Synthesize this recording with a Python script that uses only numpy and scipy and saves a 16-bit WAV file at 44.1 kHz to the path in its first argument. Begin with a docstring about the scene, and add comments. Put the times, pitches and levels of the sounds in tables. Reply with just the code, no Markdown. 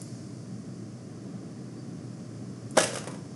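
"""Magnets down a tube

A stack of small magnets slips from the fingers, scrapes down a clamped plastic tube and lands with a
clack that sets the stand ringing faintly. It rattles, bounces once and settles, each contact a bright
click over a hollow knock. Underneath is a small room: ventilation rumble, electronic hiss and whine."""
import sys
import numpy as np
from scipy import signal
from scipy.fft import rfft, irfft, next_fast_len
from scipy.io import wavfile
from scipy.ndimage import uniform_filter1d

SR = 44100
rng = np.random.default_rng(int(sys.argv[2]) if len(sys.argv) > 2 else 0)


def materialize(psi):
    """Save the field psi as 16-bit PCM at rate SR to the path in sys.argv[1].

    A 1-D psi becomes a single channel; in a 2-D psi each row is a channel.
    """
    bounded = np.clip(np.atleast_2d(psi).T, -1, 1)
    quanta = np.round(bounded * 32767).astype(np.int16)
    wavfile.write(sys.argv[1], SR, quanta)


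N = 147735

# hits of the stack in the tube: t/s, knock level/dB, click level/dB
STACK_HITS = [(2.7696, -20, -29), (2.7723, -13.5, -22.5), (2.775, -16.5, -19), (2.7842, -26.5, -20.5),
              (2.7877, -25.5, -18), (2.8039, -32, -20.5), (2.8076, -31, -23.5), (2.8108, -22.5, -28),
              (2.8212, -39, -24.5), (2.8332, -43, -22.5), (2.839, -38, -23), (2.842, -37, -29.5),
              (2.8761, -37, -31.5), (2.89, -42, -40), (2.933, -36, -38), (2.9433, -36, -35),
              (2.9555, -29, -31), (2.9602, -40, -31.5), (2.971, -29, -57), (2.9743, -46, -34),
              (2.983, -36, -34), (2.9856, -44, -39), (3.041, -40, -44), (3.0735, -36.5, -38),
              (3.077, -39.5, -39.5), (3.112, -51, -43.5), (3.146, -46, -47.5)]
# hollow body of a hit: f/Hz, level/dB
KNOCK_EQ = [(40, -34), (120, -28), (250, -4), (380, -1), (560, 5), (800, -9), (920, -7), (1450, -4),
            (1850, -18), (2300, -16.5), (3500, -18), (6000, -27), (12000, -45)]
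# hard, bright edge of a hit: f/Hz, level/dB
CLICK_EQ = [(100, -16), (800, -5.5), (1800, -1), (3000, -0.5), (3700, -1.5), (4250, -6.5), (5000, 1),
            (5900, 0.5), (7300, -2.5), (9000, 1), (10500, -1.5), (12000, -9.5)]
# modes of the tube and its base: f/Hz, level/dB, t60/s
TUBE_MODES = [(250, -13, .04), (414, -10, 0.021), (551, -3.5, 0.042), (627, 1.5, 0.03), (789, -4.5, 0.042),
              (980, -11, .02), (1420, -12, 0.042), (1610, -9, 0.039), (2190, -20, 0.048)]
# lingering modes of the stand: f/Hz, level/dB, t60/s
STAND_MODES = [(498, -3, 0.34), (549, -2.5, .4), (616, -1.5, 0.4), (782, -4, .25), (1270, -6, 0.34),
               (1493, -3, 0.18), (1700, -1, 0.25), (1960, -9, 0.38), (2235, -3, 0.21), (3080, -8, 0.28),
               (3590, -4.5, 0.22), (5660, -10, 0.33), (5928, -12, 0.39), (6735, -11, .34),
               (8860, -19, 0.31)]
# raps on the side wall: t/s, level/dB
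WALL_RAPS = [(3.0423, -40), (3.0723, -28.5), (3.082, -29.5), (3.113, -45), (3.147, -42)]
# tone of the rapped wall: f/Hz, level/dB
WALL_EQ = [(100, -17), (350, -1), (510, 6), (640, 10.5), (780, -11), (1080, -3), (1500, -10), (2250, -10.5),
           (3500, -30), (6000, -32), (12000, -41)]
# light ticks of the magnets in the fingers: t/s, level/dB
FINGER_TICKS = [(0.0168, -33), (2.709, -38.5), (2.753, -55)]
# thin tone of a tick: f/Hz, level/dB
TICK_EQ = [(200, -38), (4000, -22), (6200, -7), (7300, 5), (8200, -1), (9500, 7.5), (12000, -1)]
# scrapes along the wall: start t/s, end t/s, level/dB the grit swells to
WALL_SCRAPES = [(2.747, 2.774, -42.5), (2.918, 2.949, -44.5)]
# squeaks against the rim: t/s, length/s, f/Hz, level/dB
RIM_SQUEAKS = [(0.137, .07, 6580, -63), (1.743, .11, 4686, -63)]
# ventilation rumble: f/Hz, level/dB
RUMBLE_EQ = [(18, -88), (30, -64), (80, -21), (96, -15), (118, -0.5), (151, -7), (178, -3), (223, -5),
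             (252, -10), (279, -6.5), (388, -16), (447, -17.5), (506, -23), (538, -22), (647, -23),
             (778, -28.5), (897, -39.5), (994, -31), (1150, -31), (1470, -36), (1840, -37), (2500, -43),
             (4000, -46.5), (5200, -76), (8800, -120)]
# fader ride of the rumble: t/s, level/dB
RUMBLE_RIDE = [(0, -41), (.6, -41.5), (1.0, -41), (1.36, -39.5), (1.55, -40.5), (2.7, -40), (3.3, -39.8)]
# hiss of the electronics: f/Hz, level/dB
HISS_EQ = [(1500, -7), (3900, -14), (4400, -2), (5400, 1.5), (5900, -1), (6300, -1), (7000, -2.5),
           (8300, -5), (9300, -4.5), (10800, -10.5), (12000, -20.5)]
# fader ride of the hiss: t/s, level/dB
HISS_RIDE = [(0, -54), (.25, -57), (.5, -59.5), (1.2, -61), (3.3, -58.5)]
# whine of the electronics: f/Hz, level/dB
WHINE_TONES = [(4705, -80), (6121, -74)]
# reverb time of the room: f/Hz, t60/s
ROOM_DECAY = [(150, 0.82), (500, 0.55), (2000, 0.51), (6000, 0.51), (11000, 0.33)]
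# top-end roll-off of the microphone: f/Hz, level/dB
MIC_EQ = [(10500, 0), (11200, -2.5), (11650, -10.5), (12000, -32)]

CLICK_T60_S, KNOCK_T60_S, CHATTER_T60_S = 0.016, 0.034, 0.082
TUBE_DB, STAND_DB, CHATTER_DB = -11, -21, -11.5  # relative to the hit they belong to
KNOCK_WET_DB, CLICK_WET_DB = -7, -5.5
LANDING_S, LANDING_DB, LANDING_RISE_S = 2.776, -7, 0.0012
LOW_CUT_HZ, TOP_HZ = 90, 12300
TAIL_SAMPLES = SR * 3 // 4


def rattle():
    """Each contact is a hard click with brief chatter, over a knock that rings the tube."""
    out, t = np.zeros(N), np.arange(TAIL_SAMPLES) / SR
    attack = 1 - np.exp(-t / 0.00023)
    for s, knock_db, click_db in STACK_HITS:
        knock = noise(KNOCK_EQ, len(t)) * fade(t, KNOCK_T60_S)
        knock += amp(TUBE_DB) * ring(TUBE_MODES, t, scatter_db=1)
        chatter = amp(CHATTER_DB) * fade(t, CHATTER_T60_S)
        click = noise(CLICK_EQ, len(t)) * (fade(t, CLICK_T60_S) + chatter)
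        add(out, s, amp(knock_db) * in_room(attack * knock, KNOCK_WET_DB))
        add(out, s, amp(click_db) * in_room(attack * click, CLICK_WET_DB))
    return out


def landing():
    """The full weight meets the bottom: the tube thuds and the stand rings on."""
    out, t = np.zeros(N), np.arange(TAIL_SAMPLES) / SR
    attack = 1 - np.exp(-t / LANDING_RISE_S)
    thud = in_room(attack * ring(TUBE_MODES, t, scatter_db=1.5), wet_db=-12.5)
    stand = amp(STAND_DB) * attack * ring(STAND_MODES, t, scatter_db=3)
    add(out, LANDING_S, amp(LANDING_DB) * (thud + stand))
    return out


def wall_raps():
    """The stack leans over and raps the side wall: short, boxy bursts."""
    out, t = np.zeros(N), np.arange(TAIL_SAMPLES) / SR
    attack = 1 - np.exp(-t / 0.00023)
    for s, db in WALL_RAPS:
        rap = attack * noise(WALL_EQ, len(t)) * fade(t, t60=0.027)
        add(out, s, amp(db) * in_room(rap, wet_db=-2.5))
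    return out


def finger_ticks():
    """The magnets tick thinly between the fingers."""
    out, t = np.zeros(N), np.arange(SR // 2) / SR
    for s, db in FINGER_TICKS:
        tick = noise(TICK_EQ, len(t)) * fade(t, t60=0.02)
        add(out, s, amp(db) * in_room(tick, wet_db=-6))
    return out


def scrapes():
    """The stack slides along the wall: bright grit and a hollow body swell, then cut off."""
    out, t = np.zeros(N), np.arange(SR // 2) / SR
    for start, end, db in WALL_SCRAPES:
        swell = t / (end - start) * (t < end - start)
        grain_db = 3.4 * unit(uniform_filter1d(rng.standard_normal(len(t)), size=60))
        grit = noise(CLICK_EQ, len(t)) * unit(amp(grain_db))
        add(out, start, amp(db) * in_room(grit * swell, CLICK_WET_DB))
        body = noise(KNOCK_EQ, len(t))
        add(out, start, amp(db + 1) * body * swell)
    return out


def squeaks():
    """The magnets rub the rim: faint, rough friction tones that swell and fade."""
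    out = np.zeros(N)
    for s, length, pitch_hz, db in RIM_SQUEAKS:
        size = round(length * SR)
        add(out, s, amp(db) * np.hanning(size) * noise_band(pitch_hz, size, width_hz=60))
    return out


def electronics():
    """A soft hiss and a thin whine, made slightly unsteady by drifting phase."""
    t = np.arange(N) / SR
    out = ride(HISS_RIDE) * noise(HISS_EQ, N)
    for hz, db in WHINE_TONES:
        drift = 0.0304 * np.cumsum(rng.standard_normal(N))
        out += amp(db) * unit(np.sin(2 * np.pi * hz * t + drift))
    return out


def ventilation():
    """A bed of broad rumble with a low, wavering drone."""
    drone = amp(-51) * noise_band(centre_hz=118, size=N, width_hz=9)
    return ride(RUMBLE_RIDE) * noise(RUMBLE_EQ, N) + drone


def in_room(x, wet_db):
    """The dry sound plus a diffuse tail that blooms fast and lasts longest in the lows."""
    hz, t, bands = signal.stft(rng.standard_normal(TAIL_SAMPLES), SR, nperseg=256)
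    decay = fade(t, along(ROOM_DECAY, hz)[:, None])
    bloom = 1 - np.exp(-t / 0.002)
    tail = signal.istft(bands * decay * bloom, SR, nperseg=256)[1]
    return x + amp(wet_db) * signal.fftconvolve(x, tail / np.linalg.norm(tail))[:len(x)]


def ring(modes, t, scatter_db):
    """Damped modes, with fresh levels and phases on every strike."""
    return sum(amp(db + scatter_db * rng.standard_normal()) * fade(t, t60)
               * np.sin(2 * np.pi * (hz * t + rng.random())) for hz, db, t60 in modes)


def noise(eq, size):
    """Noise coloured by an EQ curve, at rms 1."""
    return unit(filtered(rng.standard_normal(size), lambda hz: amp(along(eq, hz))))


def noise_band(centre_hz, size, width_hz):
    """A narrow bell of noise, heard as a rough pitch, at rms 1."""
    white = rng.standard_normal(size)
    return unit(filtered(white, lambda hz: np.exp(-((hz - centre_hz) / width_hz) ** 2)))


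def filtered(x, response):
    """Shape x with a gain that depends on frequency."""
    size = next_fast_len(len(x) + 8192)
    return irfft(rfft(x, size) * response(np.fft.rfftfreq(size, 1 / SR)), size)[:len(x)]


def along(points, hz):
    """Read a curve on a log frequency axis."""
    freqs, values = np.transpose(points)
    return np.interp(np.log(hz + 1), np.log(freqs + 1), values)


def ride(points):
    """Fader moves as a gain for every sample."""
    return amp(np.interp(np.arange(N) / SR, *np.transpose(points)))


def fade(t, t60):
    """Exponential decay, 60 dB down at t60."""
    return np.exp(-np.log(1000) * t / t60)


def amp(db):
    """Decibels to gain."""
    return 10 ** (np.asarray(db) / 20)


def unit(x):
    """Scale to rms 1."""
    return x / np.sqrt(np.mean(x ** 2) + 1e-20)


def add(track, s, x):
    """Mix x into the track at s seconds."""
    part = track[max(round(s * SR), 0):][:len(x)]
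    part += x[:len(part)]


def scene():
    """The mono mix; the hits get a low cut, as the light tube radiates little deep bass."""
    low_cut = signal.butter(1, LOW_CUT_HZ, btype="high", fs=SR, output="sos")
    hits = signal.sosfilt(low_cut, rattle() + landing() + wall_raps())
    return (hits + finger_ticks() + scrapes() + squeaks() + electronics() + ventilation())[None]


def record(dry):
    """The microphone rolls off steeply at its band limit."""
    return filtered(dry[0], lambda hz: amp(along(MIC_EQ, hz)) * (hz < TOP_HZ))[None]


dry = scene()
out = record(dry)
materialize(out)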